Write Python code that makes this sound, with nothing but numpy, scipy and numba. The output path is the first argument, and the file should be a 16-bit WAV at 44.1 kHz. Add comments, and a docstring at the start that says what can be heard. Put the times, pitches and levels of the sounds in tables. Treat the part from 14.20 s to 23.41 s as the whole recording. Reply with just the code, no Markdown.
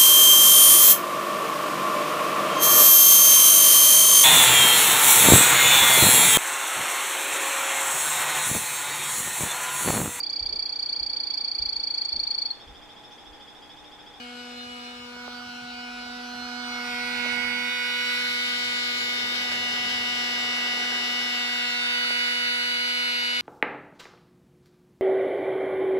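"""Electric pump heard on a walk along its hose

A small electric pump whines in its box on a car's sill: a sum of harmonics of the shaft speed, over rasping
brush and gear noise. A handheld two-port microphone is carried from the open tank to the pump, so levels,
port delays and echo fading change; gulps of air race the motor. Fingers tap the microphone as sliding knocks.
Behind lie shaped noise for a vehicle passing far off and a low rumble, and a far engine's sinking tone."""
import sys
import numpy as np
from scipy import signal
from scipy.io import wavfile
from scipy.ndimage import uniform_filter1d
from numba import njit

SR = 44100
rng = np.random.default_rng(int(sys.argv[2]) if len(sys.argv) > 2 else 0)


def log_audio(samples):
    """Write samples as a 16-bit WAV file to the path given in sys.argv[1]."""
    # one column per channel
    frames = np.atleast_2d(samples).T
    # limit to full scale, then quantise
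    limited = np.clip(frames, -1, 1)
    pcm = np.round(limited * 32767).astype(np.int16)
    wavfile.write(sys.argv[1], SR, pcm)


N = 406161
HOP = 256  # samples from one control frame to the next
FRAMES = N // HOP + 5
SHAFT_HZ = 244.2  # turns a second under steady load

# shaft orders 25-62, one value an order: (level over the rasp per Hz around it [dB])
HIGH_ORDERS = [28, 26, 24, 28, 31, 30, 28, 24, 29, 28, 20, 28, 27, 28, 29, 22, 32, 26, 27, 26, 25, 25, 27,
               24, 28, 26, 25, 21, 21, 21, 20, 26, 27, 24, 23, 18, 19, 18]


def whine():
    """Harmonic synthesis: shaft orders 1-62 add up, each with its own multipath fading at each port."""
    low = low_orders() + swells()
    high_hz = SHAFT_HZ * np.arange(25, 63)
    high_db = on_the_walk([read(p, high_hz) for p in PLACES_RASP]) + np.array(HIGH_ORDERS)[:, None]
    db = np.concatenate([low[:2], high_db], 1) + ports_db()
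    db[:, 23:] -= 2.0 * np.maximum(2 - place(), 0)  # near the tank and boot floor, orders 24 up are weaker
    order = np.arange(1, 63)[:, None]

    fade_db = fading_depth(db, order)
    db += fade_db * drift(124, 10).reshape(2, 62, -1)
    db -= np.log(10) / 20 * fade_db ** 2  # fading keeps the mean power
    db += .03 * order * drift(124, 3).reshape(2, 62, -1)

    phase = np.repeat(2 * np.pi * rng.random((2, 62, 1)), FRAMES, 2)
    phase[0, :24] = phase[1, :24] + low[2]
    phase += 0.0096 * order * drift(124, 6).reshape(2, 62, -1)
    phase[0] += .17 * fade_db * drift(62, 25)  # the echoes reach the two ports unevenly

    heights = np.sqrt(2) * gain_of(db) * np.exp(1j * phase)
    return stack(shaft_turns() % 1, np.ascontiguousarray(heights.transpose(2, 0, 1)), HOP)


# the load in the hose drags the motor or lets it go: (time [s], change of shaft speed [Hz])
SPEED = [(0, 0), (1.7, 0), (2.15, .5), (2.6, -.5), (3.2, -.7), (3.55, .2), (4.5, .1), (5.1, -.2), (5.2, .3),
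         (5.7, .3), (5.95, -.4), (6.6, .2), (7.1, .2), (7.55, -.7), (8.4, -.3), (8.7, .1), (9.21, 0)]
RACE_HZ, RACE_S = 1.2, .06  # speed gained on a gulp of size 1, and its decay time
WANDER_HZ = .2  # rms of the motor's constant slow hunting


def shaft_turns():
    """Phase is the integral of frequency: load, air gulps and hunting set the shaft speed."""
    hz = SHAFT_HZ + along(SPEED)[0] + RACE_HZ * gulps(RACE_S) + WANDER_HZ * drift(1, 12)[0]
    hz += (.4 + 2.5 * gulps()) * drift(1, 3)[0]  # quick jitter; the motor stumbles on air
    return np.cumsum(np.interp(np.arange(N), np.arange(FRAMES) * HOP, hz)) / SR


# air passing through the gears: (time [s], size [0-1])
GULPS = [(5.15, 0.97), (5.315, 0.99), (5.51, 0.47), (5.69, 1)]


def gulps(dies_s=.03):
    """Exponential relaxation: rises at once with each gulp of air and dies away."""
    t = frame_times()
    return sum(size * (t >= s) * np.exp(-np.maximum(t - s, 0) / dies_s) for s, size in GULPS)


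# shaft orders 1-24 as heard from each place, a row an order:
# (left level [dB], right level [dB], left phase lead [rad])
TANK_ORDERS = [(-46.5, -45.0, -0.0), (-49.0, -52.5, -1.5), (-52.5, -53.0, 0.7), (-61.5, -63.0, -1.9),
               (-62.5, -53.0, -1.4), (-47.5, -48.0, 2.8), (-68.0, -64.0, 1.0), (-61.5, -63.5, -1.6),
               (-56.0, -49.5, 1.4), (-55.0, -56.0, 0.3), (-58.5, -57.5, -1.5), (-45.5, -50.5, -0.7),
               (-64.0, -62.0, 2.0), (-62.0, -60.5, 1.1), (-54.0, -62.5, -0.6), (-60.5, -56.0, 1.4),
               (-59.5, -47.5, -2.2), (-63.5, -62.0, -2.0), (-59.0, -61.5, 0.7), (-58.5, -58.5, -3.4),
               (-63.0, -63.0, -1.8), (-62.5, -57.5, -2.3), (-64.0, -66.5, 0.6), (-66.5, -58.5, 0.9)]
FLOOR_ORDERS = [(-44.0, -43.5, -0.1), (-50.0, -53.5, 2.3), (-49.5, -45.0, -0.8), (-54.0, -51.5, -1.3),
                (-64.0, -61.5, -0.5), (-45.0, -40.5, 4.9), (-67.5, -63.5, -2.1), (-63.0, -58.5, -1.7),
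                (-58.5, -50.5, -1.2), (-50.5, -59.0, 2.2), (-56.5, -57.5, 2.0), (-51.5, -49.5, 0.4),
                (-58.0, -59.5, -0.2), (-59.5, -58.5, 0.3), (-55.5, -54.0, 1.7), (-55.5, -56.0, 1.4),
                (-50.5, -49.5, 0.3), (-60.0, -58.0, 1.5), (-54.0, -53.5, -1.0), (-61.0, -61.0, 0.7),
                (-60.0, -60.0, 2.4), (-56.0, -59.0, -4.5), (-60.0, -59.5, 2.1), (-63.0, -56.5, -1.1)]
SILL_ORDERS = [(-43.5, -40.5, 0.5), (-46.0, -47.5, -1.3), (-47.5, -52.5, 1.6), (-48.0, -46.0, 0.3),
               (-60.0, -55.5, -0.6), (-38.5, -33.5, 5.3), (-57.5, -51.5, -3.4), (-48.0, -37.5, 0.9),
               (-41.5, -30.5, 0.5), (-41.0, -37.5, -0.4), (-50.0, -40.5, -2.0), (-42.5, -34.5, 4.1),
               (-47.0, -59.0, 3.3), (-48.5, -58.5, -0.0), (-41.5, -45.0, 3.1), (-42.0, -54.5, 1.7),
               (-43.0, -46.5, -2.8), (-48.5, -55.0, 2.7), (-46.0, -40.5, 0.1), (-53.0, -56.5, -3.8),
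               (-53.5, -57.5, -0.0), (-47.5, -56.0, -6.5), (-51.0, -55.5, 5.5), (-59.0, -53.5, 2.9)]
HOSE_ORDERS = [(-40.5, -38.0, 0.4), (-48.0, -53.0, -0.0), (-61.5, -45.5, 3.5), (-53.5, -47.5, 1.8),
               (-50.5, -45.0, 1.0), (-38.5, -36.5, 8.2), (-58.0, -47.0, -2.6), (-46.0, -34.5, 2.2),
               (-44.5, -30.5, 3.1), (-39.5, -43.5, 3.6), (-53.0, -42.5, -3.3), (-35.0, -38.0, 3.5),
               (-44.5, -54.0, 1.5), (-47.5, -60.0, -3.4), (-34.5, -40.5, 3.8), (-39.0, -51.0, -0.7),
               (-37.5, -47.0, 0.4), (-49.5, -56.0, 1.5), (-37.0, -50.0, 1.4), (-46.5, -60.0, -3.0),
               (-43.0, -60.0, 3.7), (-41.0, -56.5, -8.9), (-48.0, -52.0, 3.9), (-53.5, -58.5, -1.0)]
FILTER_ORDERS = [(-38.0, -38.0, 0.2), (-50.0, -58.5, -0.7), (-56.0, -43.0, 5.6), (-54.5, -50.0, 0.8),
                 (-50.0, -46.5, 0.3), (-41.0, -43.0, 7.8), (-61.5, -47.0, -4.0), (-46.5, -33.5, 1.6),
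                 (-44.5, -33.5, 2.6), (-42.5, -51.5, 2.8), (-55.0, -38.5, -3.4), (-29.5, -40.0, 2.8),
                 (-52.0, -59.5, -0.6), (-46.0, -57.0, -5.1), (-36.5, -51.0, 5.7), (-42.5, -57.5, 0.5),
                 (-43.0, -44.5, 0.1), (-54.5, -53.0, 0.8), (-38.5, -50.5, 4.0), (-51.0, -54.0, -2.2),
                 (-42.0, -59.5, 5.7), (-41.0, -57.5, -8.9), (-47.5, -58.0, 1.9), (-51.5, -47.5, -1.0)]
PUMP_ORDERS = [(-40.0, -41.0, 0.2), (-49.0, -49.5, -0.2), (-54.0, -45.0, 8.6), (-49.0, -49.5, 0.9),
               (-59.0, -56.5, 0.4), (-37.0, -33.0, 8.4), (-56.0, -47.0, -4.1), (-45.0, -34.5, 2.2),
               (-36.5, -31.5, 3.7), (-43.5, -39.0, 3.9), (-42.5, -35.5, -2.7), (-33.0, -30.5, 4.4),
               (-48.5, -53.5, -3.3), (-42.5, -60.5, -3.9), (-36.0, -52.0, 4.5), (-37.0, -59.5, 3.6),
               (-35.5, -53.0, 3.1), (-46.0, -52.5, 0.4), (-34.5, -47.5, 2.7), (-46.0, -54.0, -2.8),
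               (-49.5, -55.5, 4.0), (-50.5, -60.5, -10.2), (-52.5, -60.0, 3.2), (-58.5, -50.5, -1.5)]
PLACES_ORDERS = TANK_ORDERS, FLOOR_ORDERS, SILL_ORDERS, HOSE_ORDERS, FILTER_ORDERS, PUMP_ORDERS


def low_orders():
    """Time delay as phase: turning the ports adds a lead in phase that grows with frequency."""
    low = on_the_walk(PLACES_ORDERS).transpose(1, 0, 2)  # left dB, right dB, left lead
    lead_s = along(WALK)[3] * 1e-6
    low[2] += 2 * np.pi * SHAFT_HZ * np.arange(1, 25)[:, None] * lead_s
    return low


# single orders briefly get louder or softer and shift between left and right: (time [s], order,
# half length to 1/e [s], left change [dB], right change [dB], left phase lead [rad])
SWELLS = [(0.09, 13, 0.2, 9, -2, 1.9), (0.14, 10, 0.2, 0, 8, -0.9), (0.19, 6, 0.13, 2, -13, -2.6),
          (0.56, 11, 0.08, 9, -12, 2.5), (0.74, 15, 0.2, 2, 11, 0.1), (0.79, 17, 0.13, 6, -5, -1.6),
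          (0.84, 4, 0.2, 6, 9, 0.6), (0.88, 3, 0.13, -1, -13, -0.6), (0.88, 12, 0.08, 4, -9, 2.5),
          (1.02, 2, 0.13, 4, -2, -2.6), (1.02, 9, 0.13, 6, 2, 1.6), (1.07, 5, 0.3, 6, 10, 1.4),
          (1.07, 6, 0.3, -8, 2, 1.6), (1.21, 10, 0.13, -13, -1, -0.9), (1.35, 11, 0.3, 4, 7, -0.3),
          (1.58, 12, 0.13, 8, 4, 0.9), (1.67, 10, 0.2, 8, 3, 0.7), (1.86, 19, 0.15, 5, 3, -0.6),
          (1.9, 17, 0.13, -2, -3, 2.5), (1.95, 11, 0.13, 8, 1, 2.0), (2.04, 9, 0.13, 5, -3, -2.3),
          (2.37, 2, 0.2, -4, -4, -2.1), (2.51, 17, 0.08, 6, 5, 2.5), (2.55, 5, 0.2, 5, 11, -0.8),
          (2.69, 9, 0.3, 4, 1, -0.7), (2.74, 3, 0.13, 3, 9, -1.0), (2.4, 11, 0.25, -5, -7, 0),
          (2.79, 12, 0.13, -9, -8, -2.2), (2.97, 17, 0.2, 2, 3, -2.0), (3.2, 9, 0.2, 7, 4, 0.7),
          (3.25, 8, 0.2, 1, 7, 1.6), (3.53, 15, 0.3, 4, 2, 1.0), (4.95, 15, 0.15, 2, 0, 0),
          (3.1, 15, 0.1, 6, -4, 0), (4.97, 16, 0.13, -10, 2, -2.5), (5.11, 15, 0.08, 2, -8, -2.6),
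          (3.7, 12, 0.2, -1, 4, 0), (7.52, 15, 0.45, 2, 0, 2.0), (7.52, 16, 0.45, -2, 12, -1.5),
          (8.87, 17, 0.3, 2, 6, 1.4)]


def swells():
    """Gaussian envelopes: single orders of 1-24 briefly change in left dB, right dB and left lead."""
    t = frame_times()
    out = np.zeros((3, 24, FRAMES))
    for s, order, half_s, *change in SWELLS:
        out[:, round(order) - 1] += np.outer(change, np.exp(-((t - s) / half_s) ** 2))
    return out


# rms fading before the weighting by order: hand still [dB], added among the boot's echoes [dB],
# added per place a second of movement [dB]
STILL_DB, BOOT_DB, MOVING_DB = .8, 2.8, .35
STEADIED = .06  # share of the fading lost per dB that an order stands over its neighbours
DEEPEST_DB = 4.2  # limit on the rms fading of an order


def fading_depth(db, order):
    """Multipath interference: rms dB of fading, weaker for long waves and for strong direct paths."""
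    pace = uniform_filter1d(abs(np.gradient(place())) * SR / HOP, size=50)
    depth = STILL_DB + BOOT_DB * np.clip(2 - place(), 0, 1) + MOVING_DB * pace
    depth = depth * np.clip(order / 9, .15, 1 + order / 25)
    prominence = (db - uniform_filter1d(db, size=5, axis=1)).mean(0)
    depth *= np.clip(1 - STEADIED * prominence, .4, 1.4)
    return np.minimum(depth, DEEPEST_DB)


@njit
def stack(turns, heights, hop):
    """Fourier series: sums the shaft orders, each with its slowly changing complex height."""
    out = np.zeros((2, len(turns)))
    for i in range(len(turns)):
        j, u = i // hop, (i % hop) / hop
        step = np.exp(2j * np.pi * turns[i])
        z = step  # each multiplication by step reaches the next order
        for k in range(heights.shape[2]):
            for c in range(2):
                out[c, i] += (z * ((1 - u) * heights[j, c, k] + u * heights[j + 1, c, k])).real
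            z *= step
    return out


# rasp of brushes and gears as heard from each place:
# (frequency [Hz], left density [dB per Hz], right density [dB per Hz])
TANK_RASP = [(230, -100, -96), (370, -87, -85), (610, -89, -92), (850, -82, -79), (1100, -92, -90),
             (1340, -83, -74), (1590, -80, -83), (1830, -87, -84), (2080, -89, -88), (2320, -91, -85),
             (2560, -81, -89), (3050, -83, -82), (3540, -83, -81), (4030, -87, -87), (4520, -90, -87),
             (5010, -84, -87), (5490, -92, -90), (5980, -95, -96), (6720, -98, -96), (7690, -94, -103),
             (8910, -98, -106), (10130, -102, -109), (11600, -105, -111), (14040, -106, -114),
             (15020, -109, -125)]
FLOOR_RASP = [(230, -91, -90), (370, -87, -87), (610, -86, -86), (850, -79, -77), (1100, -89, -83),
              (1340, -78, -72), (1590, -77, -74), (1830, -85, -83), (2080, -88, -85), (2320, -82, -81),
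              (2560, -80, -82), (3050, -80, -82), (3540, -85, -86), (4030, -87, -84), (4520, -89, -86),
              (5010, -86, -84), (5490, -87, -87), (5980, -97, -92), (6720, -98, -95), (7690, -94, -102),
              (8910, -100, -107), (10130, -104, -107), (11600, -105, -111), (14040, -106, -116),
              (15020, -106, -121)]
SILL_RASP = [(230, -84, -79), (370, -88, -87), (610, -89, -89), (850, -75, -72), (1100, -81, -79),
             (1340, -75, -71), (1590, -69, -63), (1830, -75, -70), (2080, -78, -65), (2320, -71, -64),
             (2560, -74, -67), (3050, -71, -75), (3540, -73, -82), (4030, -74, -80), (4520, -79, -79),
             (5010, -79, -81), (5490, -80, -85), (5980, -90, -85), (6720, -94, -90), (7690, -87, -101),
             (8910, -90, -99), (10130, -93, -95), (11600, -94, -101), (14040, -95, -108),
             (15020, -94, -115)]
HOSE_RASP = [(230, -74, -71), (370, -88, -87), (610, -87, -87), (850, -76, -76), (1100, -82, -78),
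             (1340, -75, -73), (1590, -72, -66), (1830, -76, -70), (2080, -78, -66), (2320, -72, -68),
             (2560, -68, -69), (3050, -64, -71), (3540, -68, -77), (4030, -73, -81), (4520, -74, -82),
             (5010, -74, -81), (5490, -73, -81), (5980, -88, -86), (6720, -80, -90), (7690, -85, -104),
             (8910, -90, -103), (10130, -91, -101), (11600, -90, -101), (14040, -96, -105),
             (15020, -92, -113)]
FILTER_RASP = [(230, -76, -73), (370, -88, -87), (610, -87, -87), (850, -76, -76), (1100, -80, -73),
               (1340, -76, -73), (1590, -72, -67), (1830, -80, -70), (2080, -80, -66), (2320, -73, -71),
               (2560, -68, -70), (3050, -65.5, -76), (3540, -70.5, -80), (4030, -76, -80), (4520, -74, -82),
               (5010, -70, -79), (5490, -73, -84), (5980, -87, -86), (6720, -83, -90), (7690, -83, -104),
               (8910, -94, -100), (10130, -93, -96), (11600, -92, -100), (14040, -96, -105),
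               (15020, -99, -109)]
PUMP_RASP = [(230, -86, -80), (370, -87, -87), (610, -88, -89), (850, -76, -77), (1100, -85, -80),
             (1340, -74, -68), (1590, -72, -68), (1830, -79, -70), (2080, -73, -65), (2320, -68, -68),
             (2560, -68, -67), (3050, -66, -68), (3540, -71, -78), (4030, -73, -75), (4520, -69, -79),
             (5010, -73, -79), (5490, -77, -82), (5980, -86, -84), (6720, -84, -90), (7690, -87, -104),
             (8910, -85, -98), (10130, -88, -100), (11600, -94, -102), (14040, -90, -106),
             (15020, -94, -119)]
PLACES_RASP = TANK_RASP, FLOOR_RASP, SILL_RASP, HOSE_RASP, FILTER_RASP, PUMP_RASP
# coherence of the rasp at the two ports: (frequency [Hz], left-right likeness [0-1])
RASP_SAME = [(200, .95), (600, .7), (1000, .6), (1500, .9), (2300, .7), (3000, .7), (4000, .55),
             (5000, .65), (8000, .3)]
RING_HZ, RING_WIDTH_HZ, RING_DB = 1607, 100, 6  # the pump's box rings; half width to 1/e of the dB


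def rasp(hz):
    """Filtered noise: brush and gear noise takes the same paths to the ports as the nearest order."""
    nearest = np.clip(np.round(hz / SHAFT_HZ).astype(int) - 1, 0, 23)
    to_the_top = [p + [(SR / 2, *p[-1][1:])] for p in PLACES_RASP]
    db = on_the_walk([read(p, hz) for p in to_the_top]) + ports_db()

    # the level drifts slowly at random, in bands of nine bins
    patches = np.repeat(drift(114, 40).reshape(2, 57, -1), 9, axis=1)
    db += (0.65 + 1.5 * (hz > 5500))[:, None] * patches
    # froth spits in the gears
    db += 7.4 * gulps() * np.exp(-(np.log((hz + 1) / 4800) / 1.3) ** 2)[:, None]
    # the rasp swells with its order
    db += .4 * uniform_filter1d(swells()[:2, nearest], size=5, axis=1)
    # the box's ring comes in once the boot is left
    ring = np.exp(-((hz - RING_HZ) / RING_WIDTH_HZ) ** 2)[:, None]
    db += RING_DB * ring * np.clip(place() - 2, 0, 1)
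    db -= 24 * np.maximum(np.log2(200 / (hz + 1)), 0)[:, None]  # little below the shaft speed

    lead = np.exp(1j * low_orders()[2, nearest])
    return noise(db, read(RASP_SAME, hz).T, lead, patchy_db=1.2)


# the microphone's walk: (time [s], place [0 tank, 1 boot floor, 2 sill, 3 hose, 4 filter, 5 pump; held at 5],
# nearness [dB], turn left over right [dB], left lead [us])
WALK = [(0, 0.5, -1.5, 1.5, 30), (.5, 0, 0.5, 0.5, 2), (.85, 0.28, -2, 2, 13), (1.02, 1.12, -3, 1.5, 37),
        (1.5, 1, -1.5, 1, -4), (2, 0.87, 0.6, -0.5, 0), (2.4, 0.96, 3, -2, 21), (2.75, 1.75, 0.3, 0.5, -15),
        (3.1, 1.7, 2.6, -4, -18), (3.5, 2, -0.5, 0.5, -1), (3.9, 2.5, 1.3, 1, 20),
        (4.3, 2.95, 0.1, 0.5, -2), (4.8, 3, -0.5, 1, 2), (5.5, 4, 0, -0.5, 24), (7, 4, 0.46, -0.5, -5),
        (7.5, 4.5, 0, 0, -47), (8, 5.5, .5, -.5, -11), (8.5, 7, -.5, 0, -1), (9.21, 5, -0.5, 0.5, 64)]


def place():
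    """Receiver position: where the microphone is, at the frame times."""
    return np.clip(along(WALK)[0], 0, len(PLACES_RASP) - 1)


def ports_db():
    """Distance and directivity: nearness lifts both ports, turning shares level between them."""
    near_db, turn_db = along(WALK)[1:3]
    return np.array([near_db + turn_db / 2, near_db - turn_db / 2])[:, None]


def on_the_walk(tables):
    """Linear interpolation between places as the microphone moves; time is the last axis."""
    share = np.maximum(1 - abs(place() - np.arange(len(tables))[:, None]), 0)
    return np.tensordot(np.array(tables), share, (0, 0))


# finger taps on the microphone body: (time [s], level [dB], left over right [dB],
# approximate starting pitch [Hz], ring [0-1])
TAPS = [(0.9645, -45, -14, 1200, 0), (1.0790, -35.5, -18, 1550, 0), (2.5990, -37, -5, 2400, 0),
        (3.0465, -35, 0, 1700, .5), (3.0595, -35, 0, 1300, 1), (5.32, -37, -12, 1300, 0),
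        (7.9058, -37.5, -24, 1200, 0), (9.127, -46, 0, 1200, 1)]


def taps():
    """Damped oscillation: a short knock slides quickly down to a fifth; some ring the hollow body."""
    out, t = np.zeros((2, N)), np.arange(800) / SR
    for s, db, pan_db, hz, rings in TAPS:
        turns = hz * (t / 5 + .001 * (1 - np.exp(-t / .0012)))
        envelope = np.sqrt(t / .0005) * np.exp(.5 - t / .0015 - (t / .005) ** 4)
        knock = np.sin(2 * np.pi * turns) * envelope
        ring = rings * np.sin(2 * np.pi * 660 * t) * np.exp(-t / .008)
        at = round(s * SR)
        ports_gain = gain_of(db + np.array([[pan_db / 2], [-pan_db / 2]]))
        out[:, at:at + len(t)] += ports_gain * (knock + ring)
    return out


# a vehicle passing far off: (time [s], level [dB])
PASSING = [(3.9, -67.5), (4.3, -57), (4.8, -49.5), (5.302, -46.5), (5.8, -48), (6.3, -46.5), (6.8, -45.5),
           (7.2, -52), (7.7, -67)]
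# its spectrum: (frequency [Hz], relative density [dB])
PASSING_COLOUR = [(80, -33), (150, 2.5), (220, -3), (380, 5.5), (550, 0), (750, 3.5), (1000, -2.5),
                  (1600, -70), (3000, -51)]


def passing_vehicle(hz):
    """Broadband noise source: coloured noise rises and falls as a far vehicle passes."""
    return outdoors(hz, PASSING, PASSING_COLOUR, same=0.92, patchy_db=-0.5)


# low rumble of the yard: (time [s], level [dB])
RUMBLE = [(0, -63), (.7, -65), (1.3, -58), (2, -64), (2.6, -59.5), (3.4, -57), (3.7, -60), (4.1, -53),
          (4.6, -55), (5.2, -49), (5.9, -47.5), (6.4, -53), (6.9, -61), (7.6, -63), (8.4, -64), (9.21, -63)]
# its spectrum: (frequency [Hz], relative density [dB])
RUMBLE_COLOUR = [(20, -25), (43, -21), (70, -1), (92, -6), (124, -4.5), (160, -30), (200, -1), (260, -13.5),
                 (440, -80)]


def rumble(hz):
    """Low-frequency ambient noise: the yard's coloured noise on a moving level."""
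    return outdoors(hz, RUMBLE, RUMBLE_COLOUR, same=0.92, patchy_db=3.0)


# a far engine's drone: (time [s], frequency [Hz], level [dB])
DRONE = [(0, 56, -68), (1, 54, -70), (1.5, 53, -70), (2.5, 52, -64), (3.4, 51, -66), (4.5, 50, -66),
         (5.5, 47, -64), (7, 45, -71), (9.21, 44, -76)]


def drone():
    """Frequency and amplitude modulation: a far engine's one low tone wavers and sinks as it leaves."""
    hz, db = along(DRONE)
    at, frames = np.arange(N) / HOP, np.arange(FRAMES)
    turns = np.cumsum(np.interp(at, frames, hz + .6 * drift(1, 25)[0])) / SR
    gain = np.interp(at, frames, gain_of(db + 1.8 * drift(1, 30)[0]))
    return np.sqrt(2) * gain * np.sin(2 * np.pi * turns)


def outdoors(hz, level, colour, same, patchy_db):
    """Partial coherence: smooth far noise on a level curve, nearly alike in both ports."""
    level_db = np.interp(np.arange(N) / SR, *np.transpose(level))
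    return gain_of(level_db) * evened(noise(read(colour, hz).T, same, 1, patchy_db))


def noise(db, same, lead, patchy_db):
    """Inverse short-time Fourier transform of random two-port spectra; db is channels x bins x frames."""
    a, b, c, d, patches = rng.standard_normal((FRAMES, 513, 5)).T
    patches = evened(uniform_filter1d(uniform_filter1d(patches, 10, 0), 14, 1))
    same = np.clip(same, 0, 1)
    left, other = a + 1j * b, c + 1j * d
    z = np.array([left * lead, same * left + np.sqrt(1 - same ** 2) * other])
    per_hz = np.sqrt(SR * 1.5 / 1024)  # density to bin height
    spectra = z * per_hz * gain_of(db + patchy_db * patches)
    return signal.istft(spectra, nperseg=1024, noverlap=768)[1][:, :N]


def drift(rows, frames_wide):
    """Low-pass random process: slow chance of rms 1 at the frame times."""
    z = rng.standard_normal((FRAMES, rows)).T
    return evened(uniform_filter1d(uniform_filter1d(z, frames_wide), frames_wide))


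def gain_of(db):
    """Decibel law: level to amplitude gain."""
    return 10 ** (np.asarray(db) / 20)


def evened(x):
    """Power normalisation: scales to rms 1."""
    return x / np.sqrt(np.mean(x ** 2) + 1e-20)


def read(points, hz):
    """Logarithmic frequency scale: each column of a spectrum at hz."""
    f, *columns = np.transpose(points)
    return np.array([np.interp(np.log(hz + 1), np.log(f + 1), c) for c in columns])


def frame_times():
    """Uniform sampling: the control frames' times in seconds."""
    return np.arange(FRAMES) * HOP / SR


def along(rows):
    """Linear interpolation in time: each column of a curve at the frame times."""
    s, *columns = np.transpose(rows)
    return [np.interp(frame_times(), s, c) for c in columns]


def scene():
    """Superposition: pump, handling and yard add up."""
    hz = np.fft.rfftfreq(1024, 1 / SR)
    pump = whine() + rasp(hz)
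    yard = passing_vehicle(hz) + rumble(hz) + drone()
    return pump + taps() + yard


CUT_S, CUT_HZ, CUT_DB = 3.5, 350, -6.5  # the recorder's bass below CUT_HZ drops from CUT_S on
EDGE_HZ = 15720  # upper band limit


def record(dry):
    """Linear filtering: the microphone loses the deepest bass, a bass cut switches in, the top is limited."""
    heard = signal.sosfilt(signal.butter(2, 40, "high", fs=SR, output="sos"), dry)
    bass = signal.oaconvolve(heard, signal.firwin(1023, CUT_HZ, fs=SR)[None], "same")
    switched = np.clip((np.arange(N) / SR - CUT_S) / .005, 0, 1)  # over 5 ms
    cut = heard + (gain_of(CUT_DB) - 1) * switched * bass
    band = signal.firwin(511, EDGE_HZ, window=("kaiser", 9), fs=SR)
    return signal.oaconvolve(cut, band[None], "same")


dry = scene()
out = record(dry)
log_audio(out)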